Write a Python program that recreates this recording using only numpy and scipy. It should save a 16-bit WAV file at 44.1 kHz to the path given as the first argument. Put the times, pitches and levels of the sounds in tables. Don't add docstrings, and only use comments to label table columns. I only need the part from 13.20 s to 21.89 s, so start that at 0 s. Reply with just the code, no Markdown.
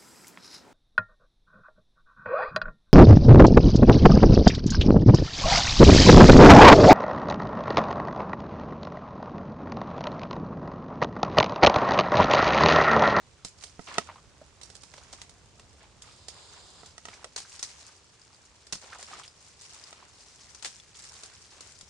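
import sys
import numpy as np
from scipy import signal
from scipy.fft import rfft, irfft, next_fast_len
from scipy.io import wavfile
from scipy.ndimage import map_coordinates

SR = 44100
rng = np.random.default_rng(int(sys.argv[2]) if len(sys.argv) > 2 else 0)


def persist_wave(psi):
    counts = np.round(np.clip(psi, -1, 1) * 32767).astype(np.int16)
    wavfile.write(sys.argv[1], SR, np.atleast_2d(counts).T)


N = 383392

# start_s, length_s, level_db
BRUSH_SWEEPS = [(0.38, 0.048, -55), (0.58, 0.24, -55.5), (1.39, 0.33, -60.5), (1.70, 0.29, -58),
                (2.83, .12, -61), (3.08, 0.7, -65.5), (3.85, 0.093, -55), (4.17, 0.46, -53),
                (5.6, 0.13, -55), (5.78, 0.18, -49), (6.2, 0.1, -57.5), (6.38, .29, -52),
                (6.88, 0.45, -55.5), (7.42, 0.097, -51), (7.73, 0.37, -52), (8.1, 0.44, -56)]
# time_s, pan_db
BRUSH_PAN = [(0, -2.5), (1.5, -7), (2.2, -0.5), (3.0, -4), (3.9, -2.5), (4.3, 0.5), (6.7, 1), (7.4, 2.5),
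             (8.0, -1), (8.6, 3.5)]
# start_s, length_s, level_db
BOOT_TREADS = [(0.665, 0.13, -45.5), (0.86, 0.055, -54.5), (1.73, .31, -61), (2.60, 0.037, -58),
               (2.83, 0.075, -58.5), (3.12, 0.081, -59), (3.32, 0.05, -56), (3.57, .09, -66),
               (3.85, 0.2, -57), (4.3, 0.43, -61.5), (5.61, 0.2, -55), (5.87, .14, -50.5), (6.5, 0.36, -59),
               (7.89, 0.24, -58.5), (8.3, 0.18, -60)]
# start_s, level_db, relative_body_db
TWIG_SNAPS = [(0.2478, -26, -37), (0.4407, -34, -28), (1.4326, -35, -42), (1.5, -42.5, -16),
              (1.5522, -37, -27), (1.634, -40.5, -19), (1.7379, -51, -2.5), (1.7784, -53, -3),
              (1.928, -35.5, -22.5), (1.933, -41, -12), (2.094, -42, -25), (2.3958, -48.5, -7.5),
              (2.821, -35, -35), (3.0834, -29.5, -27.5), (3.6596, -39, -27), (4.1619, -25.5, -23.5),
              (4.1829, -28.5, -36), (4.2016, -35, -27), (4.3936, -32.5, -30), (4.4278, -21.5, -39),
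              (5.468, -41.5, -24), (5.5248, -22, -29.5), (5.5529, -34, -20), (5.826, -45.5, -7),
              (7.3474, -38, -21.5), (7.4727, -38, -25), (8.0344, -32.5, -25), (8.4067, -35.5, -25),
              (8.61, -36.5, -29)]
# start_s, level_db, t60_s
STEM_CRUNCHES = [(0.424, -40, 0.04), (0.437, -31, 0.019), (0.741, -38, 0.046), (1.413, -43.5, 0.056),
                 (2.016, -33.5, 0.022), (4.164, -40.5, 0.11), (4.176, -36, 0.085), (5.530, -25, 0.028),
                 (7.424, -32.5, 0.048), (7.446, -27, 0.036), (7.454, -31.5, 0.1)]
# start_s, level_db, brightness_db, pan_db
WOOD_KNOCKS = [(0.2494, -37.5, -24, -9), (0.5937, -30.5, -22, -12), (0.7828, -6.5, -11.5, -4),
               (1.215, -37.5, -39, -2), (3.633, -36, -21, -7), (3.78, -30.5, -5.5, -3),
               (3.854, -27.5, -7, -4), (3.885, -30, -11.5, -5), (4.044, -27, -3.5, -4.5),
               (6.728, -32, -7, -1)]
# pitch_hz, level_db, t60_s
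WOOD_MODES = [(250, -9, .03), (455, -7, .03), (705, -1, .03), (910, -2, .02), (1292, 0, .03),
              (1905, -2.5, .025), (2650, -4, .014), (2950, -3.5, .014), (3515, -6, .017), (4400, -10, .012),
              (5920, -6, .016)]
# start_s, level_db, pitch_hz
AIR_POCKETS = [(0.684, -40, 2300), (0.725, -45, 1080), (0.889, -33, 1020), (0.897, -37, 897),
               (0.958, -42.5, 1010), (0.979, -45.5, 1140), (1.214, -44, 613), (3.368, -47, 960),
               (3.887, -41.5, 3100), (3.932, -42, 2180), (4.044, -37.5, 555), (4.249, -45, 1530),
               (5.634, -47, 507), (5.723, -37.5, 1340), (5.728, -35.5, 1540), (5.749, -39.5, 1230),
               (5.79, -46.5, 703), (5.931, -34, 1216), (5.998, -45, 1210), (6.035, -36.5, 3240),
               (6.826, -44.5, 976)]
# pitch_ratio, level_db
SPLASH_SHAPE = [(.25, -16.5), (1, 7.5), (1.8, -7), (2.7, -6.5), (4.5, -36.5)]
# start_s, level_db
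FOOTFALLS = [(0.249, -31), (0.593, -28), (1.215, -48), (4.163, -52), (5.53, -33), (5.553, -38.5),
             (8.63, -43)]
# start_s, level_db, pitch_hz
STALK_FLICKS = [(0.470, -48, 6440), (3.335, -41.5, 6200), (5.017, -43, 4960), (5.146, -44.5, 4840),
                (5.256, -48, 7200), (6.079, -34.5, 5030), (6.639, -33, 4950), (7.6, -38, 3440),
                (7.822, -39, 7670), (7.895, -35.5, 5600)]
# start_s, length_s, level_db
ZOOM_RUNS = [(1.9, 1, -83), (2.82, 0.59, -60), (3.09, 0.584, -55)]
# time_s, level_db
RUMBLE_DRIFT = [(0, -65), (1.7, -62.5), (3.0, -63.5), (4.9, -69.5), (8.69, -67)]
# frequency_hz, level_db
LEAF_SPECTRUM = [(150, -25.5), (400, -16.5), (1000, -7), (1600, -5.5), (2300, -4), (3400, -6.5), (5300, 0),
                 (7500, -2.5), (9200, -7), (10600, -16.5), (12000, -32)]
MUD_SPECTRUM = [(100, -13.5), (220, -6), (450, -2.5), (1000, 0), (1600, -8), (2700, -3), (4500, -6),
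                (10000, -43)]
TWIG_SPECTRUM = [(150, -12), (800, -10), (2200, -11.5), (3600, 0), (6000, 5), (8000, 2), (9500, -3.5),
                 (11000, -13), (12000, -37)]
WOODY_BODY_SPECTRUM = [(60, -44), (180, -8.5), (500, 0), (1300, -3.5), (2500, -4.5), (6000, -9),
                       (12000, -30)]
STEM_SPECTRUM = [(150, -28), (800, -1), (1800, -1.5), (3200, 2), (5500, 2), (8000, 0.5), (10000, -8),
                 (12000, -29)]
MOTOR_SPECTRUM = [(150, -30), (400, 3), (600, -2), (1000, 1), (1900, -10.5), (2400, -12.5), (3600, 1),
                  (5100, 2.5), (5750, -15), (7200, 0.5), (9600, -14), (12000, -38)]
RUMBLE_SPECTRUM = [(15, -31), (30, -15.5), (50, -5.5), (75, 0), (110, -4), (170, -10), (300, -17.5),
                   (600, -20), (1200, -24.5), (4000, -46.5)]
HISS_SPECTRUM = [(100, -16), (400, 5.5), (1000, -13.5), (2000, -7.5), (4000, -4.5), (7000, -2.5),
                 (9500, -10.5), (12000, -52)]
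SCATTER_SPECTRUM = [(200, 12), (1500, -7), (5000, 2.5), (10000, 5.0)]
# frequency_hz, t60_s
TRUNK_DECAY = [(200, 0.098), (1000, 0.13), (5000, 0.17), (10000, 0.13)]
# frequency_hz, correlation
STEREO_COHERENCE = [(30, 0.97), (80, 0.77), (600, 0.69), (1200, 0.63), (2600, 0.23), (5500, 0.36),
                    (11000, 0.044)]

BAND_LIMIT_HZ = 11900


def leaves(level_db, pan_db):
    pings = grains(pitch_hz=5700, spread_octaves=.45, cycles=13, scatter_db=3.8, rise=0, count=3600)
    ticking = unit(spread(coloured(pings, LEAF_SPECTRUM)))
    crackle = unit(spread(coloured(ticks(N, per_s=1300, scatter_db=5), LEAF_SPECTRUM)))
    clumps = amp(2 * wobble(knots_per_s=50))
    texture = amp(-5) * ticking + amp(-4) * crackle + amp(-6.5) * stereo_noise(LEAF_SPECTRUM)
    return amp(level_db) * sides(pan_db) * clumps * texture


def rustle_db():
    approach_db_per_s = 1
    stirred = amp(-69.5 + approach_db_per_s * np.arange(N) / SR) ** 2
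    swept = stroke_power(BRUSH_SWEEPS, swell_share=0.12, t60_s=0.71)
    shakes = [(start_s, .005, level_db - 22.5) for start_s, level_db, _ in TWIG_SNAPS]
    shaken = stroke_power(shakes, swell_share=0.83, t60_s=0.35)
    return 10 * np.log10(stirred + swept + shaken)


def mud():
    seeping = amp(-64.5) ** 2
    level_db = 10 * np.log10(seeping + stroke_power(BOOT_TREADS, swell_share=0.089, t60_s=0.22))
    bubbles = grains(pitch_hz=1550, spread_octaves=.55, cycles=13, scatter_db=4, rise=.25, count=7000)
    froth = amp(np.clip(0.12 * (level_db + 42), -8, 2)) * unit(spread(bubbles))
    slosh = unit(spread(coloured(ticks(N, per_s=2700, scatter_db=6), MUD_SPECTRUM)))
    return amp(level_db - 2) * sides(-1.5) * (froth + slosh)


def twig_snaps():
    t = np.arange(SR // 10) / SR
    sharp, body = np.zeros((2, N)), np.zeros((2, N))
    pitches_hz = 5350 * 2 ** (0.26 * rng.standard_normal(len(TWIG_SNAPS)))
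    for (start_s, level_db, body_db), pitch_hz in zip(TWIG_SNAPS, pitches_hz):
        fibres = ticks(len(t), per_s=9000, scatter_db=4) * decay(t, t60_s=0.026)
        impulse = amp(3.5 + 0.27 * (level_db + 31.5)) * (t == 0)
        crack = impulse + amp(-0.5) * fibres * onset(t, attack_s=0.00084)
        stick = np.sin(2 * np.pi * pitch_hz * t) * decay(t, t60_s=.002)
        ring = amp(-15) * filtered(crack, stick)
        add(sharp, start_s, amp(level_db) * bearing(start_s) * (crack + ring))
        add(body, start_s, amp(level_db + body_db) * bearing(start_s) * crack.sum(0))
    return coloured(sharp, TWIG_SPECTRUM) + amp(11.5) * coloured(body, WOODY_BODY_SPECTRUM)


def stem_crunches():
    t = np.arange(SR // 4) / SR
    sharp, body = np.zeros((2, N)), np.zeros((2, N))
    for start_s, level_db, t60_s in STEM_CRUNCHES:
        envelope = decay(t, t60_s) * onset(t, attack_s=0.00064)
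        burst = amp(level_db) * envelope * ticks(len(t), per_s=5500, scatter_db=9.5)
        add(sharp, start_s, bearing(start_s) * burst)
        add(body, start_s, bearing(start_s) * burst.sum(0))
    return amp(-1) * coloured(sharp, STEM_SPECTRUM) + amp(-18) * coloured(body, WOODY_BODY_SPECTRUM)


def twiglets(level_db, pan_db):
    t = np.arange(SR // 100) / SR
    tear = (t == 0) + amp(-9) * noise_burst(t, t60_s=0.016)
    breaks = ticks(N, per_s=12, scatter_db=2.5)[:1]
    cracks = signal.fftconvolve(breaks, tear, axes=1)[:, :N]
    return amp(level_db - 9) * sides(pan_db) * unit(coloured(cracks, TWIG_SPECTRUM))


def wood_knocks():
    t = np.arange(SR // 10) / SR
    mode_hz, mode_db, t60_s = np.transpose(WOOD_MODES)[:, :, None]
    lead_s = np.array([-.0003, .0003])[:, None, None]
    modes = np.sin(2 * np.pi * mode_hz * t + lead_s * mode_hz) * decay(t, t60_s)
    out = np.zeros((2, N))
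    for start_s, level_db, brightness_db, pan_db in WOOD_KNOCKS:
        tilt_db = 0.47 * (brightness_db + 13.5) * np.log2(mode_hz / 900)
        gains = amp(mode_db + tilt_db + rng.standard_normal(mode_hz.shape))
        ring = np.sum(gains * modes, 1) / np.linalg.norm(gains) * onset(t, attack_s=.0001)
        contact = coloured(noise_burst(t, t60_s=0.028), STEM_SPECTRUM)
        knock = amp(-2) * ring + amp(brightness_db - 4.5) * contact
        add(out, start_s, amp(level_db) * sides(pan_db) * knock)
    return signal.sosfilt(signal.butter(2, 220, "highpass", fs=SR, output="sos"), out)


def air_pockets():
    t = np.arange(SR // 6) / SR
    ring_cycles = 38
    out = np.zeros((2, N))
    for start_s, level_db, pitch_hz in AIR_POCKETS:
        note = damped_ring(t, pitch_hz, t60_s=ring_cycles / pitch_hz, rise=.18, attack_s=.0005)
        spectrum = [(ratio * pitch_hz, band_db) for ratio, band_db in SPLASH_SHAPE]
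        splash = coloured(noise_burst(t, t60_s=0.079, channels=1), spectrum)
        add(out, start_s, amp(level_db) * sides(-1.8) * (note + amp(-6.5) * splash))
    return out


def ground_thuds():
    t = np.arange(SR // 8) / SR
    thud = damped_ring(t, pitch_hz=186, t60_s=0.014, rise=0.24, attack_s=0.00039)
    out = np.zeros((2, N))
    for start_s, level_db in FOOTFALLS:
        add(out, start_s, amp(level_db) * bearing(start_s) * thud)
    return out


def stalk_flicks():
    t = np.arange(SR // 30) / SR
    out = np.zeros((2, N))
    for start_s, level_db, pitch_hz in STALK_FLICKS:
        note = np.sin(2 * np.pi * pitch_hz * t) * decay(t, t60_s=0.02)
        scuff = coloured(noise_burst(t, t60_s=0.025), TWIG_SPECTRUM)
        add(out, start_s, amp(level_db) * bearing(start_s) * (amp(-2.5) * note + amp(-11) * scuff))
    return out


def zoom_motor():
    running = np.sqrt(stroke_power(ZOOM_RUNS, swell_share=0.073, t60_s=0.28))
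    rattle = amp(wobble(knots_per_s=60))
    return running * rattle * sides(-0.88) * stereo_noise(MOTOR_SPECTRUM)


def trunk_scatter(sound):
    hz, t, bands = signal.stft(rng.standard_normal((2, SR // 2)), SR, nperseg=256)
    bands = bands * decay(t, at_frequency(TRUNK_DECAY, hz)[:, None])
    tail = coloured(signal.istft(bands, SR, nperseg=256)[1], SCATTER_SPECTRUM)
    delayed = np.pad(sound, ((0, 0), (SR // 300, 0)))
    return signal.fftconvolve(delayed, tail / np.linalg.norm(tail[0]), axes=1)[:, :N]


def outdoors():
    rumble_db = curve(RUMBLE_DRIFT) + 4 + 0.63 * wobble(knots_per_s=8)
    rumble = amp(rumble_db) * sides(-2.6) * stereo_noise(RUMBLE_SPECTRUM)
    return rumble + amp(-65) * stereo_noise(HISS_SPECTRUM)


def stroke_power(rows, swell_share, t60_s):
    t = np.arange(N) / SR
    power = np.zeros(N)
    for start_s, length_s, level_db in rows:
        swell = np.clip((t - start_s) / (swell_share * length_s), 0, 1)
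        fade = decay(np.clip(t - start_s - length_s, 0, 2), t60_s)
        power += (amp(level_db) * swell * fade) ** 2
    return power


def grains(pitch_hz, spread_octaves, cycles, scatter_db, rise, count):
    when = rng.random(count)
    detune, size = np.clip(rng.standard_normal((count, 2)), -2.3, 2.3).T
    hz = np.minimum(pitch_hz * 2 ** (spread_octaves * detune), BAND_LIMIT_HZ)[:, None]
    t = np.arange(int(1.5 * cycles * SR / pitch_hz) + 8) / SR
    rings = amp(scatter_db * size)[:, None] * damped_ring(t, hz, cycles / hz, rise, attack_s=.5 / hz)
    slots = ((when * 2 * N).astype(int)[:, None] + np.arange(len(t))) % (2 * N)
    return unit(np.bincount(slots.ravel(), rings.ravel(), 2 * N).reshape(2, N))


def ticks(length, per_s, scatter_db):
    present = rng.random((2, length)) < per_s / SR
    sizes = amp(scatter_db * np.clip(rng.standard_normal((2, length)), -2, 2))
    return unit(present * sizes * rng.choice([-1, 1], (2, length)))


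def damped_ring(t, pitch_hz, t60_s, rise, attack_s):
    phase = 2 * np.pi * pitch_hz * t * (1 + rise * np.minimum(t / t60_s, 1) / 2)
    return np.sin(phase) * decay(t, t60_s) * onset(t, attack_s)


def noise_burst(t, t60_s, channels=2):
    return rng.standard_normal((channels, len(t))) * decay(t, t60_s)


def stereo_noise(spectrum):
    return unit(spread(coloured(rng.standard_normal((2, N)), spectrum)))


def spread(pair):
    size = next_fast_len(N + 8192)
    angle = np.arccos(at_frequency(STEREO_COHERENCE, np.fft.rfftfreq(size, 1 / SR))) / 2
    mid, side = irfft(rfft(pair, size) * [np.cos(angle), np.sin(angle)], size)[:, :N]
    return np.array([mid + side, mid - side])


def coloured(sound, spectrum):
    size = 4096
    cepstrum = irfft(np.log(amp(at_frequency(spectrum, np.fft.rfftfreq(size, 1 / SR)))))
    cepstrum[1:size // 2] *= 2
    cepstrum[size // 2 + 1:] = 0
    return filtered(sound, irfft(np.exp(rfft(cepstrum))))


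def filtered(sound, response):
    return signal.fftconvolve(sound, response[None] / np.linalg.norm(response), axes=1)[:, :sound.shape[1]]


def decay(t, t60_s):
    return 1000 ** (-t / t60_s)


def onset(t, attack_s):
    return 1 - np.exp(-t / attack_s)


def wobble(knots_per_s):
    knots = rng.standard_normal(int(N * knots_per_s / SR) + 4)
    return map_coordinates(knots, [np.arange(N) * knots_per_s / SR])


def at_frequency(points, hz):
    knots_hz, values = np.transpose(points)
    return np.interp(np.log(hz + 1), np.log(knots_hz + 1), values)


def curve(points):
    return np.interp(np.arange(N) / SR, *np.transpose(points))


def bearing(time_s):
    return sides(np.interp(time_s, *np.transpose(BRUSH_PAN)))


def sides(pan_db):
    return amp(np.array([[.5], [-.5]]) * pan_db)


def add(track, start_s, sound):
    part = track[:, round(start_s * SR):][:, :sound.shape[-1]]
    part += sound[..., :part.shape[1]]


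def amp(db):
    return 10 ** (np.asarray(db) / 20)


def unit(sound):
    return sound / np.sqrt(np.mean(sound ** 2) + 1e-20)


def scene():
    brush_db, pan_db = rustle_db(), curve(BRUSH_PAN)
    breaking = twig_snaps() + stem_crunches() + twiglets(brush_db, pan_db)
    close = wood_knocks() + air_pockets() + ground_thuds() + stalk_flicks()
    scatter = trunk_scatter(amp(-6) * breaking + amp(-13) * close)
    wading = leaves(brush_db, pan_db) + mud()
    return breaking + close + scatter + wading + zoom_motor() + outdoors()


def record(dry):
    size = next_fast_len(N + SR // 2)
    lowpass = 1 / (1 + (np.fft.rfftfreq(size, 1 / SR) / BAND_LIMIT_HZ) ** 120)
    return irfft(rfft(dry, size) * lowpass, size)[:, :N]


dry = scene()
out = record(dry)
persist_wave(out)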